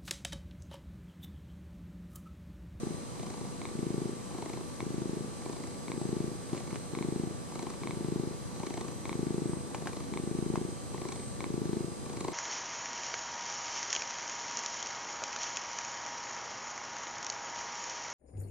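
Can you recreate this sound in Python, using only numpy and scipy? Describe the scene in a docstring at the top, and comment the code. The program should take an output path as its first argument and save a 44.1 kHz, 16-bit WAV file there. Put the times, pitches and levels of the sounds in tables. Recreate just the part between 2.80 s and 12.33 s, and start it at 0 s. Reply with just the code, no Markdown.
"""A cat purring at close range

A cat purrs right at a camera's microphones in a quiet room. Its larynx pulses about 27 times a second,
and each pulse excites the resonances of chest, throat or nose: round, deep beats on the out-stroke,
lighter raspy ones on the in-stroke, and a few sharp snaps at the turn. Its mouth clicks now and then.
The room hums softly and the camera's electronics whine."""
import sys
import numpy as np
from scipy import signal
from scipy.fft import rfft, irfft, next_fast_len
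from scipy.io import wavfile
from scipy.ndimage import uniform_filter1d, map_coordinates

SR = 44100
rng = np.random.default_rng(int(sys.argv[2]) if len(sys.argv) > 2 else 0)


def wav_out(sig):
    """Save sig, one row per channel (or a flat mono array), as 16-bit PCM at SR to the path in sys.argv[1]."""
    wavfile.write(sys.argv[1], SR, np.round(np.clip(np.atleast_2d(sig).T, -1, 1) * 32767).astype(np.int16))


N = 420273
T = np.arange(N) / SR
BAND_LIMIT_HZ = 11900


def amp(db):
    """Amplitude ratio of a level in decibels."""
    return 10 ** (np.asarray(db) / 20)


def unit(x):
    """Normalisation to an rms of 1."""
    return x / np.sqrt(np.mean(x ** 2) + 1e-20)


def along(points, hz):
    """Interpolation of (frequency [Hz], value) points on a logarithmic frequency axis."""
    f, v = np.transpose(points)
    return np.interp(np.log(hz + 1), np.log(f + 1), v)


def wobble(rate):
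    """Smooth random modulation: a spline with `rate` knots a second."""
    return map_coordinates(rng.standard_normal(int(N * rate / SR) + 4), [T * rate], order=2)


def filtered(x, response):
    """Linear filtering: the spectrum of x times a complex frequency response."""
    m = next_fast_len(N + SR // 2)
    return irfft(rfft(x, m) * response(np.fft.rfftfreq(m, 1 / SR)), m)[..., :N]


def ring(spectrum, size=4096):
    """Minimum-phase impulse response of a resonator with this spectrum, scaled to energy 1."""
    cepstrum = irfft(np.log(amp(along(spectrum, np.fft.rfftfreq(size, 1 / SR)))))
    cepstrum[1:size // 2] *= 2
    cepstrum[size // 2 + 1:] = 0
    response = irfft(np.exp(rfft(cepstrum)))
    return response / np.linalg.norm(response)


def strike(times, gains, shape):
    """Convolution with an impulse train: one scaled copy of a shape at each time."""
    at = np.clip(np.round(np.asarray(times) * SR).astype(int), 0, N - 1)
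    return signal.fftconvolve(np.bincount(at, gains, N), shape)[:N]


def soft_strike(times, gains, spectrum, spread):
    """Variable resonance of a soft passage: each beat blends a lower and a higher tuning at random."""
    share = rng.random(len(times))
    return sum(strike(times, gains * part, ring([(hz * stretch, db) for hz, db in spectrum]))
               for part, stretch in [(share, 1 - spread), (1 - share, 1 + spread)])


def puffs(times, gains, decay_s, spectrum):
    """Turbulence in a resonant passage: noise bursts that rise and fall exponentially."""
    t = np.arange(SR // 20) / SR
    gate = strike(times - t.mean(), gains, np.exp(-abs(t - t.mean()) / decay_s))
    return signal.fftconvolve(gate * rng.standard_normal(N), ring(spectrum))[:N]


# Spectrum of the room's air noise: (frequency [Hz], relative level [dB])
AIR_SPECTRUM = [(20, -6.5), (55, -7), (90, -7), (125, -3), (220, -1), (350, -6), (560, -13.5),
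                (1050, -17.5), (1350, -22.5), (3000, -28), (4100, -27.5), (4600, -29), (9000, -25.5),
                (11500, -28), (13500, -76)]
# Likeness of that noise on left and right: (frequency [Hz], correlation [0-1])
AIR_CORRELATION = [(50, 0.99), (250, 0.21), (600, 0.33), (3000, 0.42), (9000, 1)]
# Partials of the hum: (frequency [Hz], in-phase level [dB], antiphase level [dB])
HUM_PARTIALS = [(119, -50.5, -60), (484.5, -56.5, -68), (560, -63, -70), (1164.5, -60.5, -62)]
def room_tone(air_db=-42.5, waver_rad=0.31):
    """Ambient field: partly correlated air noise and the phase-modulated hum of an appliance."""
    def mid_side_gains(hz):
        angle = np.arccos(np.clip(along(AIR_CORRELATION, hz), -1, 1)) / 2
        return amp(along(AIR_SPECTRUM, hz)) * [np.cos(angle), np.sin(angle)]

    mid, side = filtered(rng.standard_normal((2, N)), mid_side_gains)
    drift_s = 0.0031 * np.cumsum(wobble(60)) / SR
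    hum = 0
    for hz, mid_db, side_db in HUM_PARTIALS:
        phase = 2 * np.pi * hz * (T + drift_s) + waver_rad * wobble(10)
        hum = hum + amp(mid_db) * np.sin(phase) + amp(side_db) * np.cos(phase) * np.array([[1], [-1]])
    return amp(air_db) * unit(np.array([mid + side, mid - side])) + np.sqrt(2) * hum


def sizzle(mid_db=-62.5, side_gain_db=2, top_db=-7, count=250, width_bins=25):
    """Narrow-band noise: many faint, unsteady high tones merge into a sizzle, wider at the top."""
    hz = 4400 + (BAND_LIMIT_HZ - 4400) * (np.arange(count) + rng.random(count)) / count
    comb = np.zeros(N // 2 + 1)
    comb[(hz * N / SR).astype(int)] = amp(10 * rng.random(count))
    # each band is a few hertz wide, so it swells and fades on its own
    bands = rfft(rng.standard_normal((2, N))) * uniform_filter1d(comb, width_bins)
    shelf = amp(along([(8800, 0), (10500, top_db)], np.fft.rfftfreq(N, 1 / SR)))
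    mid = unit(irfft(bands[0] * shelf, N))
    side = amp(side_gain_db) * unit(irfft(bands[1], N))
    return amp(mid_db) * np.array([mid + side, mid - side])


# Lesser tones of the whine:
# (frequency [Hz], in-phase level [dB], antiphase level [dB], fading depth [dB], phase waver [rad])
WHINE_TONES = [(3133, -74, -79, 3.5, .5), (4031, -71, -71.5, 1, .8), (4081, -70.5, -74.5, 1, .7),
               (4662, -78, -78, 3, .5), (4797, -78, -78, 3, .5), (4926, -76, -74, 3, .5),
               (5949, -72.5, -70, 2.5, .9), (5995, -75, -75, 3, 1.2), (6272, -78, -78, 3, .6),
               (6718, -76, -80, 2, .5), (7709, -73, -78, 3, .5), (7935, -70, -78, 3, .5),
               (8059, -75, -73, 2, .5), (8382, -70.5, -78, 2, .5), (8414, -70.5, -72, 2, .5),
               (8610, -78, -65, 2, .5), (8742, -73.5, -70, 2, .5), (8829, -76, -74, 2, .5),
               (9755, -80, -76, 2, .5)]
# Swells added to the loudest tone: (time [s], level [dB])
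WHINE_SWELLS = [(2.65, -70), (3.2, -68), (3.75, -70), (4.05, -65), (4.35, -64), (6.75, -59.5), (7.45, -64),
                (8.0, -63), (8.42, -56.5), (9.07, -63)]
def whine(loudest_hz=8157, rest_db=-69, half_swell_s=0.13):
    """Random amplitude and phase modulation: each high electronic tone fades and wavers its own way."""
    clock = T + 0.3 * wobble(28) / (2 * np.pi * loudest_hz)  # jitter common to all tones
    swells = sum(amp(db) * np.exp(-((T - s) / half_swell_s) ** 2) for s, db in WHINE_SWELLS)
    mid = (amp(rest_db) + swells) * amp(2 * wobble(10)) * np.sin(2 * np.pi * loudest_hz * clock)
    side = 0
    for hz, mid_db, side_db, depth_db, waver_rad in WHINE_TONES:
        fade = amp(depth_db * wobble(2.5) + 1.5 * wobble(8))
        phase = 2 * np.pi * hz * clock + waver_rad * wobble(20)
        mid = mid + amp(mid_db) * fade * np.sin(phase)
        side = side + amp(side_db) * fade * np.cos(phase)
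    return np.sqrt(2) * np.array([mid + side, mid - side])


# Lag of the right capsule behind the left: (frequency [Hz], phase [rad])
CAPSULE_LAG = [(25, 3.4), (60, 2.65), (95, 2.5), (150, 1.6), (260, 0.96), (500, 0.28), (1500, 1), (4000, 0)]
def microphones(x):
    """Path and phase difference: the left capsule is a hair farther away, the right lags in the bass."""
    delay_s = 2 / SR
    left = filtered(x[0], lambda hz: np.exp(0.5j * along(CAPSULE_LAG, hz) - 2j * np.pi * hz * delay_s))
    right = filtered(x[1], lambda hz: np.exp(-0.5j * along(CAPSULE_LAG, hz)))
    return np.array([left, right])


# Decay of the room: (frequency [Hz], reverberation time [s])
ROOM_T60 = [(100, 0.025), (400, 0.28), (2000, 0.12), (10000, 0.18)]
def walls(x):
    """Reverberation: a short, exponentially decaying diffuse tail, different at each microphone."""
    hz, t, noise = signal.stft(rng.standard_normal((2, SR // 3)), SR, nperseg=256)
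    decay = amp(-60 * t / along(ROOM_T60, hz)[:, None])
    tail = signal.istft(noise * decay, SR, nperseg=256)[1]
    delayed = np.pad(x, (SR // 150, 0))
    return signal.fftconvolve(delayed[None], tail / np.linalg.norm(tail[0]), axes=1)[:, :N]


# Spectrum of parting lips: (frequency [Hz], relative level [dB])
LIPS = [(100, -17), (500, 6), (1000, 4), (1600, -2), (2600, -2), (4000, -8.5), (8000, -6), (13000, -24)]
# Wet clicks of mouth and throat:
# (time [s], relative level [dB], thud offset [dB], cavity offset [dB], cavity frequency [Hz])
MOUTH_CLICKS = [(2.219, -43, -20, -3, 1600), (3.215, -42, -20, 11.5, 780), (3.365, -43, -20, -3, 1600),
                (3.731, -36.5, 18, 5, 1010), (3.748, -36, 8.5, -4, 1150), (3.768, -40, -14, -1, 2300),
                (3.777, -33.5, 0, -2, 1010), (3.907, -41, -14, -2, 2300), (3.928, -38, 14, 2, 1110),
                (3.944, -41, -14, -4, 2350), (3.958, -32, 4, -6, 2350), (6.733, -42, -20, 9.5, 1040),
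                (6.947, -28.5, -26, 1.5, 1010), (7.072, -26, -26, -0.5, 1610), (7.757, -31, -17, 10, 1010),
                (8.855, -41, -20, -5, 1600), (8.932, -42, -20, -7, 1600)]
def mouth(tick_db=10, wet_db=-9, thud_db=17, wet_t60_s=0.043, cavity_t60_s=0.0089):
    """Impulsive excitation: tongue and lips part with a tick, a crackle, a cavity ring and a thud."""
    times, db, thud_offset_db, cavity_db, cavity_hz = np.transpose(MOUTH_CLICKS)
    t = np.arange(SR // 20) / SR
    tick = strike(times, amp(db + tick_db), ring(LIPS))
    bursts = strike(times, amp(db + wet_db), amp(-60 * t / wet_t60_s)) * rng.standard_normal(N)
    crackle = signal.fftconvolve(bursts, ring(LIPS))[:N]
    cavity = sum(strike([s], [amp(level)], amp(-60 * t / cavity_t60_s) * np.sin(2 * np.pi * hz * t))
                 for s, level, hz in zip(times, db + cavity_db, cavity_hz))
    thud = strike(times, amp(db + thud_offset_db + thud_db), ring(CHEST))
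    return tick + crackle + cavity + thud


# Response of the body: (frequency [Hz], relative level [dB])
FLANK = [(25, -26.5), (50, -8), (80, 0.5), (106, -.5), (135, -1.5), (190, -10.5), (300, -24), (600, -60)]
# The throb grows as the cat leans towards the camera: (time [s], relative level [dB])
THROB_LEVEL = [(4.5, -19.5), (5.3, -15.5)]
def throb(times, scatter_db=1.4):
    """Forced vibration: the larynx shakes the body at every beat and carries on between the strokes."""
    times = np.sort(times)
    pulses = np.concatenate([np.linspace(a, b, round((b - a) * OUT_RATE_HZ), endpoint=False)
                             for a, b in zip(times, times[1:])])
    db = np.interp(pulses, *np.transpose(THROB_LEVEL)) + scatter_db * rng.standard_normal(len(pulses))
    return strike(pulses, amp(db), ring(FLANK))


# Response of the nose to a snap of the glottis: (frequency [Hz], relative level [dB])
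NOSE_SNAP = [(40, -24), (150, 7), (380, 9), (530, -7), (750, -1.5), (1080, 4.5), (1400, -13), (1750, -13),
             (2250, 1.5), (2800, -20), (4100, -7), (4700, -32), (8000, -15), (13000, -50)]
# Openings between the first beats of an out-stroke: (time [s], relative level [dB])
GLOTTAL_SNAPS = [(.817, -35.5), (.854, -32.5), (.889, -42), (2.005, -31.5), (3.082, -35), (3.118, -32),
                 (4.151, -33.5), (4.188, -34.5), (4.226, -33.5), (5.035, -34), (5.073, -31.5),
                 (5.109, -32.5), (5.146, -45), (6.255, -32.5), (6.294, -31), (6.329, -33.5), (7.338, -34.5),
                 (7.374, -31.5), (8.606, -32.5), (8.642, -31.5)]
def snaps(gain_db=22):
    """Impulse response: as the flow turns, the glottis snaps open and rings the nasal resonances."""
    times, db = np.transpose(GLOTTAL_SNAPS)
    return strike(times, amp(db + gain_db), ring(NOSE_SNAP))


# Inhalations: (first beat [s], last beat [s], relative beat level [dB], relative rasp level [dB],
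# position of the beat crest [0-1], position of the rasp crest [0-1])
IN_STROKES = [ (0.358, 0.685, -41, -58.5, 0, 0.1), (1.509, 1.81, -36, -56.5, 0.32, .6),
              (2.623, 2.945, -42.5, -56, 0.07, 0.7), (3.696, 3.946, -43, -59, 0.3, 0.3),
              (4.719, 4.939, -37, -54, 0.55, 0.7), (5.762, 6.119, -36, -53, 0.33, 0.5),
              (6.911, 7.241, -40, -57.5, 0.53, 0.7), (8.142, 8.433, -38, -54, 0.5, 0.5),
              (9.261, 9.519, -35, -50.5, 1, 1), ]
# Beats that catch harder than their neighbours: (time [s], beat offset [dB], rasp offset [dB])
ACCENTS = [(.431, 4, 4.5), (.467, 0, 2), (1.621, 2, -1), (.613, 3, 4.5), (2.66, 2.5, 2.5), (2.696, 4, 0),
           (4.757, 3, 3), (4.83, 0.5, 4), (4.868, 2.5, -3), (5.834, 5.5, 0), (5.977, 6, 1.5),
           (6.085, 1.5, 0.5), (7.168, 2.5, 3), (7.204, 6.5, 5), (8.147, 6.5, -3), (8.181, 3.5, 2),
           (8.216, 2, 1), (8.325, -2.5, 5), (9.48, 9.5, 0.5)]
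def in_beats(beat_arch_db=8.5, rasp_arch_db=6, beat_scatter_db=1, rasp_scatter_db=1.6, reach_s=0.015):
    """Amplitude modulation by an inflow that crests and eases; gives times, beat gains, rasp gains."""
    def slack(progress, crest):
        return np.interp(progress, [0, np.clip(crest, 0.05, 0.95), 1], [1, 0, 1]) ** 1.66

    accent_s, extra_beat_db, extra_rasp_db = np.transpose(ACCENTS)
    rows = []
    for first, last, beat_db, rasp_db, beat_crest, rasp_crest in IN_STROKES:
        times = larynx(first, last, IN_RATE_HZ, lag_s=-0.00055, jitter_s=0.0007)
        progress = (times - first) / (last - first)
        caught = abs(times[:, None] - accent_s) < reach_s
        beat = beat_db - beat_arch_db * slack(progress, beat_crest) + caught @ extra_beat_db
        beat += beat_scatter_db * rng.standard_normal(len(times))
        rasp = rasp_db - rasp_arch_db * slack(progress, rasp_crest) + caught @ extra_rasp_db
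        rasp += rasp_scatter_db * rng.standard_normal(len(times))
        rows.append([times, amp(beat), amp(rasp)])
    return np.hstack(rows)


# Spectra of the throat, the nose's knock and the glottal hiss: (frequency [Hz], relative level [dB])
THROAT = [(30, -0.5), (90, -9), (200, -2), (370, 5), (540, -14), (780, -5), (1100, -12), (1500, -53),
          (3000, -23.5), (6000, -80)]
NOSE_KNOCK = [(300, -22), (550, -12.5), (750, 0.5), (1050, 3), (1400, -20), (2200, -15.5), (3000, -32),
              (8000, -39)]
RASP = [(150, -27), (350, -11), (550, -3), (850, -3), (1150, 10), (1550, -5), (2250, 9), (2900, -13),
        (4100, 6.5), (4800, -4), (7000, 3), (12000, -16)]
def in_purr(times, gains, rasps, limit_db=-33):
    """Source and filter: air hisses through the glottis, which cracks shut and rings nose and throat."""
    swings = gains / np.hypot(1, gains / amp(limit_db))  # saturation: the folds can only swing so far
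    push = amp(27) * strike(times + 0.00297, swings, ring(THROAT))
    flutter = amp(-1) * puffs(times + 0.0025, swings, decay_s=0.0044, spectrum=THROAT)
    knock = amp(12) * soft_strike(times + 0.00177, gains, NOSE_KNOCK, spread=0.085)
    rattle = amp(-6) * puffs(times + 0.003, gains, decay_s=0.003, spectrum=NOSE_KNOCK)
    crack = amp(-2) * strike(times + 0.00124, swings, ring(NOSE_SNAP))
    hiss = amp(12) * puffs(times + 0.0004, rasps, decay_s=0.0028, spectrum=RASP)
    return push + flutter + knock + rattle + crack + hiss


# Exhalations:
# (first beat [s], last beat [s], relative opening level [dB], relative held level [dB], attack [s])
OUT_STROKES = [ (0.032, 0.215, -38, -39.5, 0.06), (.799, 1.368, -62, -37, 0.2),
               (2.027, 2.482, -40.5, -38.5, .14), (3.1, 3.553, -42, -36, 0.22),
               (4.134, 4.546, -41, -37, 0.091), (5.018, 5.547, -46, -35.5, 0.32),
               (6.239, 6.807, -52, -36, 0.15), (7.322, 7.925, -43.5, -36, 0.25),
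               (8.587, 9.119, -53, -36, 0.15), ]
def out_beats(release_s=0.16, release_db=12.5, scatter_db=0.5):
    """Amplitude envelope of the out-strokes: attack, hold, ever faster decay; gives times and gains."""
    rows = []
    for first, last, opening_db, held_db, attack_s in OUT_STROKES:
        times = larynx(first, last, OUT_RATE_HZ, lag_s=0.0015, jitter_s=0.0003)
        db = np.interp(times - first, [0, attack_s], [opening_db, held_db])
        db -= release_db * np.clip(1 - (last - times) / release_s, 0, 1) ** 2
        rows.append([times, amp(db + scatter_db * rng.standard_normal(len(times)))])
    return np.hstack(rows)


# Spectra of the chest and of the vocal folds meeting: (frequency [Hz], relative level [dB])
CHEST = [(25, -22.5), (50, -28.5), (78, -4.5), (102, -4), (150, 3.5), (240, -3.5), (350, -1), (430, -6.5),
         (530, -35), (800, -21.5), (1150, -39.5), (1500, -54), (5000, -51)]
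FOLD_TICK = [(300, -30), (800, 1), (1500, 1), (2200, -2), (3000, -3), (4000, 0), (5500, -20), (10000, -36)]
def out_purr(times, gains, beat_db=33.5):
    """Pulsed resonance: a slight indraw, then a round push through the chest, with tick and breath."""
    push = soft_strike(times + 0.00049, gains, CHEST, spread=0.038)
    indraw = amp(-17) * strike(times - 0.0008, gains, ring(CHEST))
    flutter = amp(-17) * puffs(times + 0.0069, gains, decay_s=0.0062, spectrum=CHEST)
    tick = strike(times, gains * amp(1 + 3 * rng.standard_normal(len(times))), ring(FOLD_TICK))
    breath = amp(-24) * puffs(times + 0.00058, gains, decay_s=0.018, spectrum=RASP)
    return amp(beat_db) * (push - indraw) + flutter + tick + breath


OUT_RATE_HZ, IN_RATE_HZ = 26.4, 27.8
def larynx(first, last, rate_hz, lag_s, jitter_s):
    """Quasi-periodic oscillation: the beat times of one stroke, whose pace drifts a little."""
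    progress = np.linspace(0, 1, round((last - first) * rate_hz) + 1)
    drift = lag_s * np.sin(np.pi * progress)
    return first + (last - first) * progress + drift + jitter_s * rng.standard_normal(len(progress))


# Boost on the left and equal cut on the right: (frequency [Hz], gain [dB])
LEFT_BIAS = [(60, 1), (140, 2), (350, 1.5), (700, 1), (3000, 0)]
def scene(echo_db=-11, echo_highpass_hz=120):
    """Superposition: direct sound from a cat a little to the left, its reflections and the room tone."""
    outward, inward = out_beats(), in_beats()
    beat_times = np.concatenate([outward[0], inward[0]])
    cat = out_purr(*outward) + in_purr(*inward) + throb(beat_times) + snaps() + mouth()
    direct = filtered(cat, lambda hz: amp(along(LEFT_BIAS, hz) * np.array([[1], [-1]])))
    echo = walls(filtered(cat, lambda hz: 1j * hz / (1j * hz + echo_highpass_hz)))
    return direct + amp(echo_db) * echo + room_tone()


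def record(dry):
    """Self-noise and band limiting: the camera adds its whine and sizzle, then cuts the top treble."""
    return filtered(microphones(dry) + whine() + sizzle(), lambda hz: hz < BAND_LIMIT_HZ)


dry = scene()
out = record(dry)
wav_out(out)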